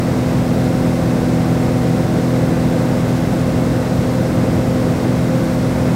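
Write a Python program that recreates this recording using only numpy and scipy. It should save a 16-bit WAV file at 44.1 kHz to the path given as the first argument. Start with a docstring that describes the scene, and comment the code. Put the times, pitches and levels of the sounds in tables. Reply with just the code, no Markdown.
"""Small propeller plane in level cruise

Inside the cabin, at the passenger's window, with the camera's microphone.
Engine and propeller drone as cosines on the multiples of one four-stroke cycle: a swell, then a small sag.
The slipstream buffets the shell and air hisses past the seals, both as shaped noise.
The cabin's resonances boom as noise in narrow bands."""
import sys
import numpy as np
from scipy import signal
from scipy.fft import rfft, irfft
from scipy.io import wavfile

SR = 44100
rng = np.random.default_rng(int(sys.argv[2]) if len(sys.argv) > 2 else 0)


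def file_out(sig):
    """Save sig as 16-bit WAV at sys.argv[1]."""
    # one column per channel
    cols = np.atleast_2d(sig).T
    # limit, then scale
    lim = np.clip(cols, -1, 1)
    pcm = np.round(lim * 32767).astype(np.int16)
    wavfile.write(sys.argv[1], SR, pcm)


N = 262395


def gain_of(db):
    """Decibels to amplitude."""
    return 10 ** (np.asarray(db) / 20)


def evened(x):
    """Scaled to rms 1."""
    return x / np.sqrt(np.mean(x ** 2) + 1e-20)


def spectrum(points):
    """Amplitude per root Hz at every frequency bin; beyond the table it falls 12 dB an octave."""
    hz = np.fft.rfftfreq(N, 1 / SR) + 1e-3
    table_hz, table_db = np.transpose(points)
    density_db = np.interp(np.log(hz), np.log(table_hz), table_db)
    skirts = np.minimum(hz / table_hz[0], 1) * np.minimum(table_hz[-1] / hz, 1)
    return gain_of(density_db) * skirts ** 2


def noise(density):
    """Turbulent noise with the given amplitude per root Hz."""
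    white = rng.standard_normal(N)
    return irfft(rfft(white) * density, N) * np.sqrt(SR / 2)


def wander(rate_hz, size=2048):
    """Smooth chance of rms 1, mostly slower than the rate."""
    hz = np.fft.rfftfreq(size, N / SR / size)
    lowpass = np.exp(-(hz / rate_hz) ** 2) * (hz > 0)  # no steady part
    slow = irfft(rfft(rng.standard_normal(size)) * lowpass)
    return np.interp(np.linspace(0, size - 1, N), np.arange(size), evened(slow))


def arch(peak_s, rise_s, fall_s):
    """A smooth rise from 0 to 1 and back, at every sample."""
    corners_s = [peak_s - rise_s, peak_s, peak_s + fall_s]
    ramp = np.interp(np.arange(N) / SR, corners_s, [0, 1, 0])
    return np.sin(np.pi / 2 * ramp) ** 2


# Air leaking past the seals. Each row: frequency in Hz, power density in dB per Hz.
SEAL_HISS = [(2000, -87), (3100, -76), (3500, -75), (4000, -74.5), (4500, -76.5), (5300, -75.5),
             (6200, -78.5), (7600, -80), (8200, -78.5), (9000, -82), (9900, -85), (10800, -83.5),
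             (13200, -87), (16000, -87.6)]


def seal_hiss(flicker_db=0.28, flicker_hz=25.):
    """Thin jets of air at the door and window edges hiss as flickering noise."""
    return noise(spectrum(SEAL_HISS)) * gain_of(flicker_db * wander(flicker_hz))


# Resonances of cabin air and panels.
# Each row: centre in Hz, offset in Hz at which it is 12 dB down, peak power density in dB per Hz.
CABIN_MODES = [(197.4, 15, -40), (432.3, 13.6, -51.5), (512.3, 32, -48), (1497, 130, -67),
               (2064, 250, -69.5), (2500, 51, -70.5), (2670, 250, -74.5)]


def cabin_boom():
    """Turbulence keeps the cabin's resonances ringing, each a narrow band of noise."""
    hz = np.fft.rfftfreq(N, 1 / SR)
    power = np.zeros(len(hz))
    for centre_hz, width_hz, peak_db in CABIN_MODES:
        power += gain_of(peak_db) ** 2 / (1 + ((hz - centre_hz) / width_hz) ** 2) ** 4
    return noise(np.sqrt(power))


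# Slipstream on the shell. Each row: frequency in Hz, power density in dB per Hz.
SHELL_BUFFET = [(20, -84), (28, -75), (37, -57), (60, -48), (100, -44), (160, -43.5), (230, -49),
                (290, -47), (390, -52), (600, -55), (800, -58.5), (1550, -65.5), (2200, -70), (3200, -82)]


def slipstream(cycles, gust_db=0.41, gust_hz=6., throb=0.025):
    """Turbulence on the shell: a broad roar that throbs faintly with each turn of the propeller."""
    wash = 1 + throb * np.cos(2 * np.pi * 2 * cycles)  # two turns a cycle
    gusts = gain_of(gust_db * wander(gust_hz))
    return noise(spectrum(SHELL_BUFFET)) * wash * gusts


# The engine sags once and recovers. In order: deepest at in seconds, onset in seconds, recovery in seconds.
ENGINE_SAG = (3.4, .7, 1.2)
CRUISE_HZ = 20.914  # four-stroke cycles a second; one cycle is two turns of the shaft
SAG_HZ = 0.07  # cycle rate lost at the bottom of the sag


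def engine_cycles():
    """Running count of engine cycles: the sum of a rate that dips in the sag."""
    return np.cumsum(CRUISE_HZ - SAG_HZ * arch(*ENGINE_SAG)) / SR


# Propeller blades and exhaust beats. Each row: multiple of the cycle rate, rms level in dB.
DRONE_PARTIALS = [(2, -43.9), (4, -37.9), (5, -35.7), (6, -22.4), (7, -45.6), (8, -22.8), (9, -42.6),
                  (10, -32.5), (11, -39.4), (12, -21.7), (13, -41.3), (14, -35.2), (15, -41.9), (16, -30.0),
                  (18, -48.5), (19, -47.2), (20, -41.8), (21, -39.4), (22, -45.8), (23, -34.7), (24, -41.9),
                  (25, -31.0), (26, -41.7), (27, -48.6), (28, -41.4), (29, -48.4), (30, -36.1), (32, -40.5),
                  (34, -52.1), (35, -50.0), (36, -37.8), (40, -50.0), (44, -58.1), (48, -53.7), (53, -53.0)]
# The drone swells once. In order: fullest at in seconds, rise in seconds, fall in seconds.
DRONE_SWELL = (1.53, 1.7, 2.3)
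# What the swell does to some partials. Each row: multiple of the cycle rate, change in dB.
SWELLING_PARTIALS = [(6, 1.3), (8, 2.3), (12, 1.3), (16, 2.0), (23, 4.4), (25, -3.3), (36, 4.2)]
SAG_DB = -0.3  # level change of the drone at the bottom of the sag


def drone(cycles, flutter=0.051, flutter_hz=6.2, jitter_cycles=0.00083, jitter_hz=4.4,
          drift_db=0.1, drift_hz=1.1):
    """Blade and exhaust pulses locked to the shaft; rough air shakes them and each partial drifts."""
    shaken = cycles + jitter_cycles * wander(jitter_hz)
    swell, sag = arch(*DRONE_SWELL), arch(*ENGINE_SAG)
    # taking off the mean keeps the average level in dB at the table's
    swell_db = {round(multiple): db * (swell - swell.mean()) for multiple, db in SWELLING_PARTIALS}
    partials = np.zeros(N)
    for multiple, rms_db in DRONE_PARTIALS:
        k = round(multiple)
        # four blade passes and six firings a cycle push in step; the other shaft orders even out the throb
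        lag = 0 if k % 4 == 0 or k % 6 == 0 else 0.5
        # the cabin scatters short waves most; odd multiples, from unequal cylinders, fall anywhere
        scatter = 1 if k % 2 else min(k / 36, 1)
        phase = k * shaken + lag + scatter * (rng.random() - 0.5)
        level = gain_of(rms_db + swell_db.get(k, 0) + drift_db * wander(drift_hz))
        strength = level * (1 + flutter * wander(flutter_hz))
        partials += strength * np.cos(2 * np.pi * phase)
    sag_gain = gain_of(SAG_DB * (sag - sag.mean()))
    return np.sqrt(2) * sag_gain * partials  # root 2 takes rms to peak


def scene():
    """The rushing air and the drone at the passenger's window."""
    cycles = engine_cycles()
    air = seal_hiss() + cabin_boom() + slipstream(cycles)
    return (air + drone(cycles))[None]


def record(dry):
    """The camera rounds off the highest peaks and limits the band."""
    ceiling, edge_hz = gain_of(-4.0), 15800
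    rounded = dry / (1 + (dry / ceiling) ** 8) ** (1 / 8)
    lowpass = signal.firwin(511, edge_hz, window=("kaiser", 9), fs=SR)
    return signal.oaconvolve(rounded, lowpass[None], "same")


dry = scene()
out = record(dry)
file_out(out)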